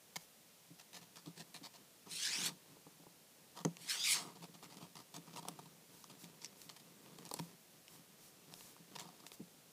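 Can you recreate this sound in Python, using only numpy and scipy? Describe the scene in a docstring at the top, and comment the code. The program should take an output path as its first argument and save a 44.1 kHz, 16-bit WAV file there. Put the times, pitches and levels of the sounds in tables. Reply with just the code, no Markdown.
"""A faint stirring in a quiet room, then a close, dry scratch: kittens clamber about in a cardboard box.
Claws drag over the fibres, snap free, and knock and pluck at the rim; fur brushes past and paws bump
the walls. Twice something like a hand slides along the card, its hiss coloured by the air gap beneath.
Near the end a claw skips over the corrugations. The panels ring and the hollow of the box booms."""
import sys
import numpy as np
from scipy import signal
from scipy.fft import rfft, irfft, next_fast_len
from scipy.io import wavfile
from scipy.ndimage import uniform_filter1d, map_coordinates

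SR = 44100
rng = np.random.default_rng(int(sys.argv[2]) if len(sys.argv) > 2 else 0)


def bounce(signal):
    """Save signal as a 16-bit WAV file at the path given by the first command-line argument."""
    frames = np.transpose(np.atleast_2d(signal))
    limited = np.clip(frames, -1, 1)
    pcm = np.round(limited * 32767).astype(np.int16)
    wavfile.write(sys.argv[1], SR, pcm)


N = 428652

# room tone and hiss: freq_hz, gain_db
ROOM_EQ = [(15, -72), (25, -27.5), (62, -16.5), (125, -4.5), (233, -1), (260, -9.5), (297, -9), (378, -6),
           (537, -4), (684, -6.5), (895, -8.5), (1050, -10.5), (2010, -11.5), (2360, -10), (5580, -10),
           (14300, -12.5), (15500, -16.5)]
# bodies stirring on the bedding; only the swing about the mean counts: time_s, stir_db
STIRRING = [(0.0, -74.5), (0.54, -78), (1.46, -70.5), (1.65, -72.5), (2.0, -76), (2.33, -69.5), (2.72, -71),
            (3.38, -75.5), (4.36, -69.5), (4.84, -67), (4.98, -73.5), (5.2, -70), (5.38, -64.5),
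            (5.85, -69.5), (7.04, -69.5), (7.31, -68), (7.85, -72.5), (9.15, -67), (9.36, -71), (9.72, -72)]
# boom of the hollow box: freq_hz, gain_db
HOLLOW_EQ = [(40, -57.5), (95, -19), (135, -4), (168, 3.5), (235, -6), (290, -2.5), (360, -8.5), (430, -8),
             (600, -18), (1500, -65.5)]
# bending resonances of the panels: pitch_hz, width_hz, gain_db
PANEL_MODES = [(319, 78, 3), (434, 100, -1), (716, 45, 1.5), (946, 153, 1), (1208, 150, -4.5),
               (1970, 140, -6)]
# grit of a claw on fibres: freq_hz, gain_db
GRIT_EQ = [(500, -32), (1150, -1), (1480, -1.5), (1820, 4), (2250, 1), (3100, 3.5), (3750, 2.5), (4700, 2),
           (7500, -1.5), (10000, -6), (15000, -13)]
# claw strokes: start_s, length_s, grit_db, panel_db, hollow_db, attack_softness (0-1)
SCRATCH_CUES = [(.158, 0.016, -42.5, -49, -59, 0.05), (0.786, 0.037, -60, -68.5, -78, 0.9),
                (.928, 0.067, -56, -63.5, -66, 0.65), (1.014, 0.032, -63.5, -69, -63.5, 0.14),
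                (1.157, 0.057, -60, -66.5, -68, 0.06), (1.257, 0.052, -63.5, -66, -61, 0.04),
                (1.361, 0.0693, -56, -63.5, -59.5, 0.87), (1.543, 0.0502, -54.5, -60.5, -65.5, 0.13),
                (1.63, 0.049, -53.5, -59.5, -66.5, 0.98), (1.733, 0.044, -62.5, -68.5, -74, 0.4),
                (2.064, .04, -70, -65, -62, 0.2), (3.552, 0.083, -59, -55.5, -58.5, 0.53),
                (4.35, 0.036, -66, -65.5, -62.5, .5), (4.418, 0.041, -58.5, -58.5, -57.5, 0.75),
                (4.536, 0.033, -63, -65, -64, 0.49), (4.619, 0.048, -60, -64, -62, 0.8),
                (4.698, 0.064, -63, -65, -64.5, 0.4), (4.768, 0.033, -63.5, -66, -61, 0.3),
                (4.802, 0.068, -62.5, -62, -59.5, 0.51), (4.953, .08, -60, -61.5, -61, 0.1),
                (5.139, 0.052, -55, -57, -58, 0.26), (5.268, 0.023, -67, -61.5, -64, .4),
                (5.331, 0.033, -63, -63, -61, 0.1), (5.36, 0.027, -53, -53, -58, 0),
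                (5.378, .028, -56, -55, -58, .1), (5.422, .022, -63, -59, -56.5, .4),
                (5.653, 0.026, -67.5, -68, -63, 0.4), (5.451, 0.0192, -65.5, -55, -59, .03),
                (5.472, 0.03, -59, -52, -64, .45), (5.589, 0.014, -60, -53, -56.5, 0.06),
                (6.097, 0.022, -60, -60.5, -65, 0.1), (6.41, 0.06, -62, -69.5, -71, 0.4),
                (6.235, 0.034, -63, -66, -68, .3), (6.692, 0.013, -52, -60, -68, 0.1),
                (6.705, 0.021, -62, -65.5, -70, 0.1), (6.762, 0.017, -59, -66, -70, 0.3),
                (6.796, .014, -63, -70, -70, 0.4), (7.185, 0.00507, -53.5, -58, -59, .2),
                (7.258, 0.018, -59, -61, -59, .6), (7.313, 0.0076, -54, -56, -64, 0.1),
                (7.339, 0.017, -58, -59, -61, 0.05), (7.362, 0.017, -59, -60, -59, 0.2),
                (7.389, 0.014, -52.5, -51, -56, 0.5), (8.9532, 0.017, -50.5, -54.5, -67, 0.24),
                (8.518, .012, -66, -64, -71, .3), (9.04, 0.14, -71.5, -66, -69, 0.06),
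                (9.198, 0.013, -65, -62, -61, .2), (9.232, .026, -72, -65, -62, 0.6)]
# fur against the rim: start_s, length_s, level_db
BRUSH_CUES = [(0.181, 0.084, -66), (5.879, 0.22, -67.5), (6.175, 0.091, -62.5), (6.553, .14, -64.5),
              (7.241, 0.3, -65), (7.878, 0.122, -64.5), (8.173, 0.16, -66), (8.489, 0.28, -62.5),
              (9.258, .036, -63), (9.318, 0.044, -60.5)]
# airy hiss of fur: freq_hz, gain_db
FUR_EQ = [(800, -4), (2500, -7.5), (5500, 0), (9000, -1.5), (15000, -4)]
# paws on the walls: start_s, level_db, hardness_hz
BUMP_CUES = [(.704, -49, 300), (1.269, -43, 352), (1.613, -50, 400), (2.38, -45.5, 300), (2.42, -45.5, 300),
             (2.478, -49, 300), (2.512, -50.5, 250), (2.545, -56, 300), (2.866, -56, 500),
             (2.997, -57.5, 500), (3.065, -57, 500), (3.650, -29, 620), (3.669, -41, 500),
             (4.221, -47, 250), (4.405, -54, 300), (4.488, -52, 300), (4.685, -55, 300), (4.76, -50, 350),
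             (5.176, -50, 400), (5.485, -49.5, 450), (6.231, -47.5, 253), (6.655, -53.5, 300),
             (7.187, -49, 250), (7.394, -34, 195), (8.475, -54, 300), (8.80, -53, 250), (9.396, -43, 290),
             (9.405, -39, 230)]
# ring of the bumped box: pitch_hz, gain_db, t60_s
BOX_MODES = [(171.1, -1, 0.155), (197.6, -7.5, 0.12), (285, 1, 0.095), (427, 0, 0.037), (568, -7, 0.05),
             (707, -3, 0.037), (850, -0.5, 0.03), (1770, -12.5, .015)]
# claws snapping free: start_s, snap_peak_db, centre_hz, panel_relative_db
TICK_CUES = [(0.932, -42.5, 3940, -21), (1.1587, -43.5, 4340, -25), (2.4049, -31, 4500, -18),
             (3.6497, -31.5, 2100, 2.5), (3.7692, -38.5, 2600, -34), (4.002, -34, 3600, -35),
             (4.6275, -46, 4600, -8), (4.643, -45, 5000, -10), (4.7703, -42, 4500, -14),
             (4.955, -43, 3820, -18.5), (5.3955, -46, 5500, -5), (5.4853, -27.5, 7200, -29),
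             (6.0417, -39.5, 4680, -8), (6.2423, -40, 4100, -16), (6.4459, -41, 3000, -25),
             (6.617, -39.5, 6160, -40), (7.061, -45.5, 1900, -13), (7.2524, -38.5, 5400, -16),
             (7.2915, -38, 6890, -15), (7.3132, -33.5, 5200, -9), (7.3395, -26, 7300, -18),
             (7.3915, -35.5, 1990, -10), (7.397, -34.5, 1800, -8), (7.8809, -40.5, 2900, -22),
             (8.5391, -36, 4500, -17), (8.6089, -41, 3800, -12), (8.765, -48.5, 1480, -10),
             (9.2663, -35.5, 4000, -15.5), (9.3183, -39, 3600, -9.5)]
# fader moves ahead of the trims, a list per slide: time_s, friction_db, fizz_relative_db, panel_db, hollow_db
SLIDE_FADERS = [
    [(2.06, -79, -13.5, -66, -68), (2.11, -52.5, -0.5, -72, -63), (2.164, -47.5, -2, -75.5, -62),
     (2.192, -46, -7, -75, -78), (2.258, -38, -10, -65, -74), (2.306, -42.5, -15, -61.5, -57),
     (2.34, -42, -11, -61, -64), (2.414, -41.5, -10, -55.5, -56), (2.446, -39, -8, -60, -52),
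     (2.468, -37, -4, -55, -55), (2.494, -46.5, -7, -55, -54), (2.53, -85, -10, -72, -67)],
    [(3.78, -70, -4, -71, -76.5), (3.82, -59, 0, -79, -69), (3.872, -56, -4, -67, -76),
     (3.904, -37.5, -6, -70, -75), (3.952, -42, -7.5, -57, -78), (3.99, -45.5, -12, -64, -68),
     (4.036, -42, -15, -69, -69), (4.046, -36.5, -11, -72, -67), (4.09, -34.5, -4, -70, -63),
     (4.122, -33, -1.5, -63, -67), (4.16, -39.5, -8.5, -53.5, -59), (4.246, -58.5, -3, -56.5, -51.5),
     (4.305, -66, -4, -60.5, -59), (4.335, -74.5, -5.5, -70, -68)],
]
# skin rubbing on card: freq_hz, gain_db
FRICTION_EQ = [(400, -31), (1200, -2), (1500, -1), (2000, 1), (2600, 2), (3500, 2.5), (5000, 2),
               (6200, -0.5), (8300, -6), (9500, -22), (15000, -20)]
# fizzy top of the rub: freq_hz, gain_db
FIZZ_EQ = [(4000, -41), (7000, -5), (8300, 0), (9200, 1), (10300, -3), (11700, -7.5), (13000, -12.5),
           (15000, -15)]
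# pitch of the air gap, rising as it shortens, a curve per slide: time_s, pitch_hz
GAP_GLIDES = [
    [(2.10, 1270), (2.16, 1360), (2.21, 1520), (2.26, 1810), (2.30, 2050), (2.345, 2560), (2.41, 3030),
     (2.445, 3750), (2.49, 4700)],
    [(3.80, 1080), (3.89, 1250), (3.95, 1480), (4.00, 1630), (4.055, 1800), (4.075, 1160), (4.11, 1150),
     (4.145, 1073), (4.30, 1130)],
]
# lowest band the gap passes, a curve per slide: time_s, band_hz
GAP_LOW_BANDS = [
    [(2.12, 1900), (2.175, 2350), (2.225, 1680), (2.32, 1660), (2.46, 1310)],
    [(3.89, 1750), (3.965, 1620), (3.992, 2950), (4.033, 3220), (4.048, 2390), (4.135, 2150), (4.15, 1240),
     (4.3, 1110)],
]
# claws and paws landing on the cut rim: start_s, level_db
KNOCK_CUES = [(2.768, -59), (2.867, -54.5), (3.035, -60), (3.066, -53.5), (4.438, -52), (4.627, -53.5),
              (5.454, -51), (5.478, -51), (3.6507, -37), (7.1857, -53), (7.3132, -41.5), (7.3396, -40.5)]
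# ring of the stiff rim: pitch_hz, gain_db, t60_s
RIM_MODES = [(296, -5.5, .05), (441, 1, 0.033), (554, -1.5, .028), (827, -3.5, 0.043), (980, -1.5, .025),
             (1150, -4.5, 0.022)]
# claws plucking a stiff edge: start_s, peak_db, pitch_hz
PLUCK_CUES = [(3.6499, -27.5, 6600), (5.1645, -38.5, 6700), (6.418, -45, 5500), (6.4295, -47, 5600),
              (6.4456, -32.5, 6000), (6.451, -45, 5400), (6.4583, -37, 5050), (6.4635, -44, 5300),
              (7.3135, -41, 4500), (7.3405, -35.5, 4480)]


def amp(db):
    """Decibels to gain."""
    return 10 ** (np.asarray(db) / 20)


def unit(x):
    """x at rms 1."""
    return x / np.sqrt(np.mean(np.abs(x) ** 2) + 1e-20)


def eq(points, hz):
    """Gain of an EQ curve, drawn on a log frequency axis."""
    freq_hz, gain_db = np.transpose(points)
    return amp(np.interp(np.log(hz + 1), np.log(freq_hz), gain_db))


def curves(rows, t):
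    """Each column after the time, read at the times t."""
    time_s, *columns = np.transpose(rows)
    return [np.interp(t, time_s, column) for column in columns]


def wobble(rate, n):
    """A smooth random curve, rate knots a second."""
    return map_coordinates(rng.standard_normal(int(n * rate / SR) + 4), [np.arange(n) * rate / SR])


def add(track, start_s, x):
    """Mix x into the track at start_s."""
    part = track[max(round(start_s * SR), 0):][:len(x)]
    part += x[:len(part)]


def colour(x, gain, tail=4096):
    """Minimum-phase filter of unit energy, shaped by gain(hz); keeps the ring-out."""
    size = 2 * next_fast_len((len(x) + tail) // 2)
    cepstrum = irfft(np.log(unit(gain(np.fft.rfftfreq(size, 1 / SR))) + 1e-6))
    cepstrum[1:size // 2] *= 2
    cepstrum[size // 2 + 1:] = 0
    return irfft(rfft(x, size) * np.exp(rfft(cepstrum)))


def resonance(hz, centre, width):
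    """Gain of one resonance, 1 at its centre."""
    return hz * width / np.hypot(centre ** 2 - hz ** 2, hz * width)


def room(level_db=-65):
    """A steady bed of low room tone and hiss."""
    return amp(level_db) * colour(rng.standard_normal(N), lambda hz: eq(ROOM_EQ, hz))[:N]


def grains(n, rate, spread_db):
    """Fibres catching and letting go: random impulses of uneven size, rms 1."""
    caught = rng.random(n) < rate / SR
    return unit(caught * rng.choice([-1, 1], n) * amp(spread_db * np.clip(rng.standard_normal(n), -2, 2)))


def hollow(hz):
    """Gain of the whole box booming."""
    return eq(HOLLOW_EQ, hz)


def panel(hz):
    """Gain of the cardboard's bending resonances, with the mids forward."""
    power = sum((amp(db) * resonance(hz, centre, width)) ** 2 for centre, width, db in PANEL_MODES)
    tone = eq([(150, -25.5), (500, -3), (1200, 2.0), (1500, -5.0), (2000, -8.5), (4000, -7.5)], hz)
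    return np.sqrt(power) * tone


def shuffle(base_db=-70, swing=1.18):
    """Small bodies shift on the bedding and keep the box murmuring with faint crackles."""
    stir_db, = curves(STIRRING, np.arange(N) / SR)
    fidget = amp(3 * wobble(14, N))
    crackle = amp(swing * (stir_db - stir_db.mean())) * fidget * grains(N, rate=700, spread_db=4)
    body = lambda hz: (amp(-3) * unit(hollow(hz)) + amp(-13.5) * unit(panel(hz))
                       + amp(-10) * unit(eq(GRIT_EQ, hz)))
    return amp(base_db) * colour(crackle, body)[:N]


def spot(depth_db, spacing_hz):
    """Every spot of the card has its own uneven resonances: a random EQ curve."""
    knots = depth_db * rng.standard_normal(int(SR / 2 / spacing_hz) + 4)
    return lambda hz: amp(map_coordinates(knots, [hz / spacing_hz], order=1))


def snags(n, per_s=220, decay_s=0.00097, spike_db=3):
    """The claw catches and tears free: brief random spikes on top of unity gain."""
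    caught = rng.random(n) < per_s / SR
    return 1 + amp(spike_db) * signal.lfilter([1], [1, -np.exp(-1 / (decay_s * SR))], caught)


def scratches(strokes, rasp_hz=4570, rasp_scatter=0.054, rasp_gain=0.52):
    """A claw drags in jerks over the fibres, rasping and shaking the panel and the box."""
    out = np.zeros(N)
    for start_s, length_s, grit_db, panel_db, hollow_db, softness in strokes:
        n = int(length_s * SR)
        progress = np.arange(n) / n
        envelope = progress ** softness * (1 - progress) ** 0.83
        jerks = amp(2.5 * wobble(254, n)) * snags(n)
        drag = unit(envelope * jerks * grains(n, rate=5500, spread_db=4))
        card = spot(depth_db=3.2, spacing_hz=200)
        peak_hz = rasp_hz * np.exp(rasp_scatter * rng.standard_normal())
        bite = lambda hz: 1 + rasp_gain * resonance(hz, peak_hz, 0.12 * peak_hz)
        rasp = colour(drag, lambda hz: card(hz) * eq(GRIT_EQ, hz) * bite(hz))
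        add(out, start_s, amp(grit_db) * rasp + amp(panel_db) * colour(drag, panel))
        add(out, start_s, amp(hollow_db) * colour(drag, hollow))
    return out


def brushes():
    """Fur grazes the rim in a smooth, airy swell."""
    out = np.zeros(N)
    for start_s, length_s, level_db in BRUSH_CUES:
        n = int(length_s * SR)
        swell = unit(np.sqrt(np.abs(np.hanning(n)))) * rng.standard_normal(n)
        add(out, start_s, amp(level_db) * colour(swell, lambda hz: eq(FUR_EQ, hz)))
    return out


def bumps(crumple_db=-3.5, crumple_t60=0.07):
    """A padded paw rings the box; the softer the contact, the fewer high modes."""
    out, t = np.zeros(N), np.arange(SR // 3) / SR
    for start_s, level_db, hardness_hz in BUMP_CUES:
        padded = lambda hz: 1 / np.hypot(1, (hz / hardness_hz) ** 2)
        scatter_db = rng.normal(0, 1.5, len(BOX_MODES))
        ring = sum(amp(db + extra_db - 60 * t / t60) * padded(hz) * np.sin(2 * np.pi * hz * t)
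                   for (hz, db, t60), extra_db in zip(BOX_MODES, scatter_db))
        muffled = lambda hz: resonance(hz, hardness_hz / 2, hardness_hz) * padded(hz)
        crumple = colour(rng.standard_normal(len(t)), muffled)[:len(t)]
        crumple *= amp(crumple_db - 60 * t / crumple_t60)
        attack = 1 - np.exp(-t * hardness_hz)  # the pad flattens gradually
        add(out, start_s, amp(level_db) * attack * (ring + crumple))
    return out


def low_cut(x, cutoff_hz=138):
    """A low cut takes the deep bass out of the bumps."""
    return signal.sosfilt(signal.butter(4, cutoff_hz, "high", fs=SR, output="sos"), x)


def ticks(t60=0.006, ring_db=-30, ring_t60=0.053, dull_hz=10500):
    """A claw pops free of the fibres: a dry snap with a brief ring in the card."""
    out, t = np.zeros(N), np.arange(SR // 20) / SR
    for start_s, peak_db, centre_hz, panel_db in TICK_CUES:
        burst = rng.standard_normal(len(t)) * (amp(-60 * t / t60) + amp(ring_db - 60 * t / ring_t60))
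        card = spot(depth_db=2, spacing_hz=350)
        band = lambda hz: resonance(hz, centre_hz, 1.03 * centre_hz) / np.hypot(1, (hz / dull_hz) ** 2)
        snap = colour(burst, lambda hz: card(hz) * band(hz))
        body = colour(burst, panel)
        tick = snap / np.abs(snap).max() + amp(panel_db) * body / np.abs(body).max()
        add(out, start_s, amp(peak_db) * tick)
    return out


def air_gap(x, start_s, glide, low_band, comb_db=3.5, comb_fade_hz=7500, whistle_hz=3400, leak=0.23):
    """The gap under the hand rings at multiples of a gliding pitch and thins out below its lowest band."""
    hz, t, spectrum = signal.stft(x, SR, nperseg=512, noverlap=384)
    hz = hz[:, None]
    pitch_hz, = curves(glide, start_s + t)
    low_hz, = curves(low_band, start_s + t)
    band_ratio = hz / low_hz + 1e-3
    comb = amp(comb_db * np.cos(2 * np.pi * hz / pitch_hz) / np.hypot(1, hz / comb_fade_hz))
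    # minor, uneven resonances glide half as far
    minor = spot(depth_db=3, spacing_hz=169)(hz * np.sqrt(pitch_hz.min() / pitch_hz))
    # the higher the lowest band, the more it whistles; at whistle_hz its gain doubles
    whistle = 1 + (low_hz / whistle_hz) ** 2 * np.exp(-((band_ratio - 1) / .15) ** 2)
    low_shelf = leak + (1 - leak) / (1 + (.88 / band_ratio) ** 20)
    patches = uniform_filter1d(rng.standard_normal(spectrum.shape), size=3, axis=0)
    ragged = amp(2.2 * unit(uniform_filter1d(patches, size=14, axis=1)))  # patchy rubbing contact
    spectrum *= comb * minor * whistle * low_shelf * ragged
    return unit(signal.istft(spectrum, SR, nperseg=512, noverlap=384)[1][:len(x)])


def slides(fizz_trim_db=-0.2, panel_trim_db=-0.5, hollow_trim_db=-3):
    """Skin sweeps over cardboard: dense juddering grains, coloured by the moving gap."""
    out = np.zeros(N)
    for faders, glide, low_band in zip(SLIDE_FADERS, GAP_GLIDES, GAP_LOW_BANDS):
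        start_s, end_s = faders[0][0], faders[-1][0]
        n = int((end_s - start_s) * SR)
        friction_db, fizz_db, panel_db, hollow_db = curves(faders, start_s + np.arange(n) / SR)
        judder = unit(amp(1.3 * wobble(492.5, n)))
        rub = lambda: judder * grains(n, rate=16000, spread_db=2.5)
        hiss = lambda tone: air_gap(colour(rub(), lambda hz: eq(tone, hz))[:n], start_s, glide, low_band)
        friction = hiss(FRICTION_EQ) + amp(fizz_db + fizz_trim_db) * hiss(FIZZ_EQ)
        add(out, start_s, amp(friction_db) * friction)
        add(out, start_s, colour(amp(panel_db + panel_trim_db) * rub(), panel))
        add(out, start_s, colour(amp(hollow_db + hollow_trim_db) * rub(), hollow))
    return out


def knocks(attack_s=0.00043):
    """A claw or paw lands on the rim, which answers with a short, hollow tock."""
    out, t = np.zeros(N), np.arange(SR // 10) / SR
    for start_s, level_db in KNOCK_CUES:
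        phases = rng.uniform(0, 2 * np.pi, len(RIM_MODES))
        ring = sum(amp(db - 60 * t / t60) * np.sin(2 * np.pi * hz * t + phase)
                   for (hz, db, t60), phase in zip(RIM_MODES, phases))
        add(out, start_s, amp(level_db) * (1 - np.exp(-t / attack_s)) * ring)
    return out


def plucks(t60=0.013, relative_width=0.186, grit_db=-21):
    """A claw plucks a stiff edge: a bright, pitched snap from one narrow resonance."""
    out, t = np.zeros(N), np.arange(SR // 30) / SR
    for start_s, peak_db, pitch_hz in PLUCK_CUES:
        burst = rng.standard_normal(len(t)) * amp(-60 * t / t60)
        edge = lambda hz: resonance(hz, pitch_hz, relative_width * pitch_hz) ** 2
        snap = colour(burst, lambda hz: edge(hz) + amp(grit_db) * eq(GRIT_EQ, hz))
        add(out, start_s, amp(peak_db) * snap / np.abs(snap).max())
    return out


def skips(start_s=8.9861, gap_s=0.0086, length_s=0.0088, ridges=6, hollow_db=-69, softness=0.214):
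    """Scratch cues for a claw skipping over ridges: it bites deepest at the second, then loses grip."""
    strokes = []
    for ridge in range(ridges):
        from_bite = abs(ridge - 1)
        grit_db, panel_db = -48 - 3.5 * from_bite, -56 - from_bite
        strokes.append((start_s + ridge * gap_s, length_s, grit_db, panel_db, hollow_db, softness))
    return strokes


def reverb(x, t60=0.23, wet_db=-17):
    """The box and the room add a short, faint tail."""
    t = np.arange(SR // 3) / SR
    tail = rng.standard_normal(len(t)) * amp(-60 * t / t60) * (t > .002)
    return x + amp(wet_db) * signal.fftconvolve(x, tail / np.linalg.norm(tail))[:N]


def scene():
    """Everything that touches the box, over the stirring and the quiet room, in mono."""
    claws = scratches(SCRATCH_CUES + skips()) + ticks() + plucks() + knocks()
    touches = claws + low_cut(bumps()) + slides() + brushes()
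    return (reverb(touches) + shuffle() + room())[None]


def record(dry, top_hz=15550):
    """A brick-wall high cut on the mix."""
    size = next_fast_len(N + SR // 2)
    passband = np.fft.rfftfreq(size, 1 / SR) < top_hz
    return irfft(rfft(dry, size) * passband, size)[..., :N]


dry = scene()
out = record(dry)
bounce(out)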